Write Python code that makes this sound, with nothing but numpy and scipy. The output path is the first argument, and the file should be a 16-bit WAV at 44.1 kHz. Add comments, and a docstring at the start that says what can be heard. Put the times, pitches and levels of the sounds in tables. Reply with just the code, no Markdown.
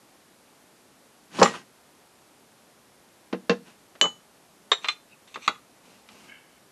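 """Gearbox parts on a wooden bench in a small workshop, one microphone a couple of metres away.
First a gear drags off the engine case with a clunk (1.4 s). It is set down on the bench (3.3 s), and a
second gear clinks as it is picked up (4 s). From 4.7 s gears and shafts are slid and knocked into the
cover plate; last, a sleeve brushes the bench and a small part scrapes over it. Each blow rings a part's
modes with a short, dense clatter; the room answers, over a quiet hiss."""
import sys
import numpy as np
from scipy import signal
from scipy.fft import rfft, irfft, next_fast_len
from scipy.io import wavfile
from scipy.ndimage import uniform_filter1d, minimum_filter1d

SR = 44100
rng = np.random.default_rng(int(sys.argv[2]) if len(sys.argv) > 2 else 0)


def output_pcm(signal):
    """Save a mono or channel-first signal as 16-bit PCM at the path in sys.argv[1].

    Samples are clipped to [-1, 1] before scaling.
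    """
    pcm = np.clip(np.atleast_2d(signal).T, -1, 1) * 32767
    wavfile.write(sys.argv[1], SR, np.round(pcm).astype(np.int16))


N = 295911

# blows at the bench: (t/s, part, strength/dB, hardness of the contact as a treble corner f/Hz)
BLOWS = [ (1.387, "case", -27.5, 1500), (1.388, "bench", -22, 1000), (1.3913, "pin", -25.5, 13000),
         (1.3984, "pin", -21.5, 13000), (1.402, "case", -22, 4000), (1.4157, "case", -9, 1600),
         (1.4256, "case", -15.5, 9000), (1.429, "pin", -11.5, 13000), (1.4319, "pin", -10, 11000),
         (1.436, "pin", -25, 8000), (1.441, "case", -18.5, 3000), (1.4550, "cover", -29, 2000),
         (1.457, "cover", -17.5, 1250), (1.478, "pinion", -30.5, 1620), (1.539, "cover", -32, 1700),
         (1.555, "cover", -35.5, 2200), (3.3268, "bench", -25.5, 1050), (3.3280, "wheel", -27, 1600),
         (3.4966, "bench", -24.5, 2000), (3.4954, "wheel", -20, 11100), (3.5145, "wheel", -24.5, 700),
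         (3.953, "wheel", -46, 2500), (4.0130, "gear", -9, 13000), (4.018, "case", -24.5, 3000),
         (4.0250, "case", -24.5, 2500), (4.0387, "cover", -24.5, 1200), (4.0451, "case", -25, 1000),
         (4.0551, "cover", -24, 1300), (4.061, "case", -27.5, 1000), (4.082, "cover", -48, 1500),
         (4.7166, "shaft", -16.5, 12000), (4.7293, "pinion", -27, 2500), (4.8446, "pinion", -25.5, 1700),
         (4.8549, "pinion", -30, 1700), (4.875, "pinion", -37.5, 9000), (4.885, "pinion", -21.5, 12000),
         (4.8925, "cover", -29.5, 2500), (4.9017, "pinion", -37, 9000), (5.275, "washer", -53.5, 12900),
         (5.343, "washer", -43, 11900), (5.3586, "cover", -28.5, 2000), (5.3712, "case", -37.5, 2000),
         (5.4783, "cover", -14.5, 9000), (5.494, "case", -30.5, 2000), (5.555, "cover", -46, 1800),
         (6.089, "pinion", -44.5, 12000)]


def knocks():
    """Parts strike and bounce on each other and on the bench, one blow for each contact."""
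    out = np.zeros(N)
    for at_s, part, strength_db, hard_hz in BLOWS:
        start = int(at_s * SR)
        sound = blow(part, strength_db, hard_hz)[:N - start]
        out[start:start + len(sound)] += sound
    return out


# ringing modes of each part: (f/Hz, relative level/dB, t60/s)
CASE = [(175, -15, 0.22), (204.2, -10.5, 0.18), (241, -5.5, .16), (388, -6.5, .13), (459.5, 1.5, 0.18),
        (541, 2, .16), (583, -13, 0.15), (662, -18.5, .14), (810, -2.5, 0.12), (880, -5, .17),
        (940, -4, 0.14), (997, -7, 0.1), (1092, 1, 0.09), (1180, -14, .17), (1210, -8.5, 0.11),
        (1252, -8, 0.13), (1315, -5, 0.16), (1475, -9, 0.09), (1537, -10, 0.13), (1723, -12, .22),
        (1870, -14, 0.37), (1896, -12.5, 0.71), (2210, -15, 0.14), (2650, -20, .24), (2950, -16.5, .3),
        (2970, -18.5, .22)]
PIN = [(1920, -10, .12), (2190, -8.5, 0.072), (2610, -4, .08), (2904, -4.5, 0.11), (2983, -5.5, 0.053),
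       (5346, -6.5, 0.06), (5650, -9, 0.11), (6720, -11, 0.085), (7270, -9.5, 0.11)]
BENCH = [(164, -11, .11), (187, -4, 0.12), (238, -4, .075), (326, -13.5, 0.23)]  # the wooden top
WHEEL = [(475.5, 0, 0.12), (550, -12, 0.074), (547, -17, 0.092), (657, -11.5, 0.09), (697, -20.5, 0.12),
         (1057, -13, .11), (1181, -15.5, 0.037), (1346, -19.5, 0.072), (1580, -17, .035),
         (1766, -12.5, .08), (2410, -13, .05), (2652, -8, 0.053), (2726, -7.5, 0.062), (3110, -10.5, .03),
         (3635, -15.5, .045), (3870, -14, 0.035), (4414, -11, 0.03)]  # the gear set down on it
GEAR = [(2993, 4, .24), (6030, -11, .11), (6693, -9.5, .24), (7225, -26, .15), (7362, -16.5, .21),
        (9560, -32, .04), (11600, -31, .07)]
SHAFT = [(420, -8, .06), (689, -14, .07), (1080, -1, .045), (1190, 0, .035), (1400, -11, .05),
         (1556, -13, .07), (1822, -7, .07), (1943, -13, .07), (2139, -9, .055), (3018, -14, .13),
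         (3341, -4, .045), (3500, -10, .03), (3672, 4.5, .066), (3817, -4, .115), (4129, -17, .17),
         (4286, -15, .04), (5770, -20, .05), (5884, -23, .09), (6040, -25, .15), (7371, -18, .17)]
PINION = [(1125, -9.5, 0.05), (2070, -6.5, .1), (2140, 0.5, .07), (2360, -10, .12), (2455, 2, 0.058),
          (2740, 2.5, .048), (3040, -2, 0.079), (3200, -24, .086), (3470, 8.5, 0.032), (3580, 7.5, 0.045),
          (3670, -6.5, .1), (4080, 1, 0.11), (4110, -14, 0.12), (4160, -10, 0.074), (5100, -18, 0.065),
          (5970, -21.5, 0.073), (6550, -20, .06), (7800, -17, 0.04)]
WASHER = [(2650, 4.5, 0.09), (2720, 4.5, .06), (3600, 5, 0.077), (4500, -7, 0.1), (6410, -2.5, .04),
          (7560, -8, .04)]
COVER = [(1040, -20.5, 0.06), (1090, -8.5, 0.055), (1200, 3.5, 0.038), (1330, -2.5, 0.035),
         (1456, -16.5, .11), (1975, -5, .03), (2125, -13, 0.045), (2340, -15.5, 0.085), (2577, -7, .015),
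         (2790, -25, 0.14), (3390, -16, 0.11), (3480, -14, 0.029), (3880, -6.5, 0.024), (4400, -17, 0.056),
         (4440, -13.5, 0.041), (6270, -20, .025)]
# spectrum of each part's dense, quickly damped modes: (f/Hz, relative level/dB)
CASE_DENSE = [(40, -26.5), (100, -14), (190, -1.5), (480, 0.5), (620, 3.5), (720, -6), (850, -0.5),
              (1150, -0.5), (1700, -16.5), (3000, -37), (5000, -14), (8000, -26), (12000, -43.5)]
PIN_DENSE = [(100, -23), (500, -7.5), (1200, 6.5), (2200, -8.5), (3200, -5.5), (4500, -3), (6500, -6),
             (7800, -14), (9000, -34), (12000, -35)]
BENCH_DENSE = [(50, -28.5), (115, -18.5), (175, 5), (250, 5), (340, -3.5), (850, -18.5), (3000, -44)]
WHEEL_DENSE = [(100, -30), (340, -13), (480, -2), (620, -6), (850, -14.5), (1500, -11), (2200, -14.5),
               (4400, -20), (6300, -24), (8500, -42), (12000, -79)]
GEAR_DENSE = [(100, -40), (400, -6.5), (1200, -1), (2200, -2.5), (3000, -2.5), (4100, 6), (4900, -2),
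              (5400, -16.5), (6500, -8), (7600, -2), (9000, -36), (12000, -63.5)]
SHAFT_DENSE = [(80, -29.5), (290, -25.5), (400, -8.5), (620, -1), (1150, -1.5), (1800, 0), (2600, -8.5),
               (3600, -1), (4800, -14.5), (7500, -20), (8800, -43), (12000, -62.5)]
PINION_DENSE = [(100, -29.5), (500, -9), (850, -7), (1150, 6.5), (1600, -1), (2300, 3), (4000, -1),
                (5000, -8.5), (7800, -11), (9500, -26.5), (12000, -33.5)]
COVER_DENSE = [(70, -22), (200, -15.5), (450, -13.5), (700, -12), (1170, 4.5), (1600, -8), (2050, -5.5),
               (3000, -11.5), (3800, -7.5), (5400, -23.5), (6700, -14.5), (8800, -33), (12000, -34.5)]
# part: (modes, dense spectrum, ring over clatter in a firm blow/dB, clatter t60/s,
#   first crack over clatter/dB, delay until the fingers close/s, t60 of their grip/s)
PARTS = {"case": (CASE, CASE_DENSE, -8, 0.052, -12, 0.026, .45),
         "pin": (PIN, PIN_DENSE, -10.5, 0.024, -5, .03, .4),
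         "bench": (BENCH, BENCH_DENSE, 15.5, 0.09, -8, 0.045, .35),
         "wheel": (WHEEL, WHEEL_DENSE, 9.1, 0.1, -14, 0.035, 0.12),
         "gear": (GEAR, GEAR_DENSE, -11, 0.019, 0, 0.074, .5),
         "shaft": (SHAFT, SHAFT_DENSE, 2.9, 0.069, -9.5, .03, .45),
         "pinion": (PINION, PINION_DENSE, 0, 0.053, -10.5, .025, 0.37),
         "washer": (WASHER, PINION_DENSE, 18, 0.15, -15.5, .03, .2),
         "cover": (COVER, COVER_DENSE, 2.7, 0.05, -8, .03, .5)}
FIRM_DB, BOUNCE_DB_PER_DB = -16.5, 0.72  # a firm blow; extra loss of ring for each dB lighter


def blow(part, strength_db, hard_hz):
    """One contact: a softer touch leaves the high modes unstirred; a firmer one rings more freely."""
    def contact_db(hz):
        return -10 * np.log10(1 + (hz / hard_hz) ** 2 + (hz / hard_hz / 2) ** 4)

    modes, dense, free_db, clatter_t60, crack_db, grip_s, grip_t60 = PARTS[part]
    t = np.arange(2 ** 14) / SR
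    ring = np.zeros(len(t))
    for k, (hz, db, t60) in enumerate(modes):
        swing = (-1) ** k * undb(db + contact_db(hz))  # neighbouring modes start in opposite directions
        build_up = 1 - np.exp(-2 * hz * t)
        ring += swing * np.sin(2 * np.pi * hz * t) * fade(t, t60) * build_up
    ring_db = strength_db + free_db + BOUNCE_DB_PER_DB * (strength_db - FIRM_DB)
    grip = fade(np.maximum(t - grip_s, 0), grip_t60)
    # the contact jolts the whole part at once, then scatters into its dense modes
    scatter = dense_modes(t, clatter_t60)
    jolt = undb(crack_db) * np.linalg.norm(scatter) * (t == 0)
    clatter = colour(jolt + scatter, [(hz, db + contact_db(hz)) for hz, db in dense])
    clatter *= np.linalg.norm(fade(t, clatter_t60)) / np.linalg.norm(clatter)  # starts near rms 1
    return undb(ring_db) * ring * grip + undb(strength_db) * clatter


def dense_modes(t, t60):
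    """Countless overlapping modes: decaying noise, its spectral dips and peaks partly evened out."""
    spectrum = rfft(rng.standard_normal(len(t)) * fade(t, t60))
    evened = spectrum / np.sqrt(np.abs(spectrum) + 1e-12)
    return irfft(evened, len(t)) * fade(t, 4 * t60)


# spectra of rubbing surfaces: (f/Hz, relative level/dB)
DRAG_COLOUR = [(50, -14), (170, 8), (500, -1), (1300, -2.5), (2100, -5), (2800, -2.5), (4200, -9),
               (6500, -10.5), (8200, -16), (10000, -16.5), (13000, -37.5)]  # steel over splines and case
BRUSH_COLOUR = [(60, -2), (140, -4), (210, 14.5), (330, -0.5), (1000, -1), (1800, -8), (2700, -1),
                (3400, -8.5), (4600, -7.5), (7000, -11), (12000, -21)]  # sleeve and hand over the bench
# resonances stirred by sliding: (f/Hz, width/Hz, relative level/dB)
SPLINE_RING = [(1028, 180, -1), (1539, 67, 0.5), (1884, 90, -2.5), (2600, 74, -1), (2925, 110, -3),
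               (5540, 350, -19), (6650, 120, -11)]  # a gear dragged off its splines
SHAFT_RING = [(1200, 410, -6.5), (2500, 700, -2.5), (3650, 480, -3.5), (4110, 300, -5.5), (6100, 930, -10),
              (7670, 770, -14)]  # a gear along its shaft
SCRAPE_RING = [(1630, 370, -3), (2184, 180, 2), (2680, 93, -1.5), (3010, 150, 0.5)]  # a small steel part over the bench
SQUEAK_RING = [(2580, 180, 4), (2680, 170, -1), (3800, 180, -6)]  # a washer along its shaft
# strokes of one surface over another: (t/s, surface, level/dB, attack/s, hold/s, release/s)
STROKES = [ (1.282, "drag", -30, 0.15, 0.026, .11), (1.498, "drag", -41.5, 0.05, 0.018, 0.094),
           (3.63, "drag", -54.5, 0.037, 0.034, 0.081), (4.803, "shaft", -49, 0.026, .02, 0.048),
           (4.883, "shaft", -46.5, 0.018, .025, 0.031), (5.078, "squeak", -55.5, 0.044, 0.014, .025),
           (5.258, "shaft", -60.5, 0.021, 0.14, .05), (5.396, "shaft", -46, 0.035, 0.035, 0.0373),
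           (5.802, "brush", -56, 0.055, 0.072, 0.3), (6.061, "brush", -53.5, 0.057, .17, 0.073),
           (6.266, "scrape", -49, 0.03, 0.03, .17), (6.386, "scrape", -67, 0.059, 0.13, 0.12)]
SPLINE_DB = -5.5  # spline ring over the drag noise


def sliding():
    """Steel drags on the case, a sleeve brushes the bench, and small parts sing as they are pushed."""
    slips = friction(slips_per_s=1500, uneven_db=0.1)
    drag = colour(friction(slips_per_s=2200, uneven_db=-0.5), DRAG_COLOUR)
    splines = resonate(slips, SPLINE_RING)
    surfaces = {"drag": unit(drag) + undb(SPLINE_DB) * unit(splines),
                "shaft": resonate(slips, SHAFT_RING),
                "brush": colour(friction(slips_per_s=2700, uneven_db=1.5), BRUSH_COLOUR),
                "scrape": resonate(slips, SCRAPE_RING),
                "squeak": resonate(slips, SQUEAK_RING)}
    return sum(undb(db) * unit(surfaces[surface]) * stroke(at_s, *shape)
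               for at_s, surface, db, *shape in STROKES)


def friction(slips_per_s, uneven_db):
    """Rough surfaces catch and let go: dense slips of uneven size over a fine hiss."""
    lets_go = rng.random(N) < slips_per_s / SR
    sizes = rng.standard_normal(N) * undb(uneven_db * rng.standard_normal(N))
    return unit(unit(lets_go * sizes) + 1.2 * rng.standard_normal(N))


def stroke(at_s, attack, hold, release, speed_power=1.91):
    """The hand speeds up, keeps its pace and slows to rest; friction noise grows as a power of speed."""
    corners_s = at_s + np.cumsum([0, attack, hold, release])
    speed = np.interp(np.arange(N) / SR, corners_s, [0, 1, 1, 0])
    return speed ** speed_power


# echoes reaching the microphone from near surfaces: (delay/s, level/dB)
ECHOES = [(.0025, -19), (.0049, -21), (0.0113, -17), (0.0172, -20)]
# decay of the workshop: (f/Hz, t60/s)
ROOM_DECAY = [(120, 0.45), (250, .33), (480, 0.22), (1200, 0.22), (3000, 0.2), (7000, 0.27), (12000, 0.19)]
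TAIL_DB, TAIL_BUILD_S = -18, 0.014


def workshop(x):
    """Bench top and walls echo at once; a short diffuse tail follows, lasting longest in the bass."""
    t = np.arange(SR // 2) / SR
    noise = rfft(rng.standard_normal(len(t)))
    tail = np.zeros(len(t))
    for centre, t60 in ROOM_DECAY:
        band = along(freqs(len(t)), [(hz, float(hz == centre)) for hz, _ in ROOM_DECAY])
        tail += irfft(noise * band, len(t)) * fade(t, t60)
    tail *= 1 - np.exp(-(t / TAIL_BUILD_S) ** 2)
    response = undb(TAIL_DB) * tail / np.linalg.norm(tail)
    for delay, db in ECHOES:
        response[int(delay * SR)] += undb(db)
    return x + signal.fftconvolve(x, response)[:N]


# spectrum of the room tone at the microphone: (f/Hz, relative level/dB)
HISS = [(15, -60), (25, -26), (59, -11), (92, -8.5), (133, -4), (237, 0.5), (411, -2), (469, -2.5),
        (855, -4), (975, -5.5), (2250, -11.5), (2440, -11.5), (3080, -13), (12000, -16.5), (13000, -21)]
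HISS_DB = -57.5


def room_tone():
    """Still air of the room and the microphone's own hiss."""
    return undb(HISS_DB) * unit(colour(rng.standard_normal(N), HISS))


def resonate(x, resonances):
    """Pass a signal through a part's resonances, side by side."""
    bins = freqs(N)
    response = sum(undb(db) / (1 + 2j * (bins - hz) / width) ** 2 for hz, width, db in resonances)
    return irfft(rfft(x) * response, N)


def colour(x, points):
    """Causal filter through (f/Hz, level/dB) points, built from the cepstrum of its log gain."""
    size = next_fast_len(len(x), True)
    gain = undb(along(freqs(size), points))
    cepstrum = irfft(np.log(gain), size)
    cepstrum[1:size // 2] *= 2
    cepstrum[size // 2 + 1:] = 0
    return irfft(rfft(x, size) * np.exp(rfft(cepstrum)), size)[:len(x)]


def along(hz, points):
    """Read (f/Hz, value) points on a log-frequency axis."""
    f, value = np.transpose(points)
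    return np.interp(np.log(hz + 1), np.log(f), value)


def freqs(size):
    """Frequencies of the bins of a real transform."""
    return np.fft.rfftfreq(size, 1 / SR)


def fade(t, t60):
    """Exponential decay by 60 dB in t60."""
    return np.exp(-np.log(1000) * t / t60)


def undb(db):
    """Decibels to gain."""
    return 10 ** (np.asarray(db) / 20)


def unit(x):
    """Scale to rms 1."""
    return x / np.sqrt(np.mean(x ** 2))


def scene():
    """Knocks and slides from a couple of metres away in the workshop, over its room tone, in mono."""
    low_cut = signal.butter(2, 104, "high", fs=SR, output="sos")  # the microphone takes up little deep bass
    handling = signal.sosfilt(low_cut, knocks() + sliding())
    return (workshop(handling) + room_tone())[None]


CEILING, TOP_HZ = 0.93, 13000


def record(dry):
    """A fast limiter holds down the highest peaks; the recorder cuts the top."""
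    span = SR // 500  # 2 ms
    allowed = CEILING / np.maximum(np.abs(dry), CEILING)
    gain = uniform_filter1d(minimum_filter1d(allowed, span), span)
    high_cut = signal.ellip(10, .2, 70, TOP_HZ, fs=SR, output="sos")
    return signal.sosfilt(high_cut, dry * gain)


dry = scene()
out = record(dry)
output_pcm(out)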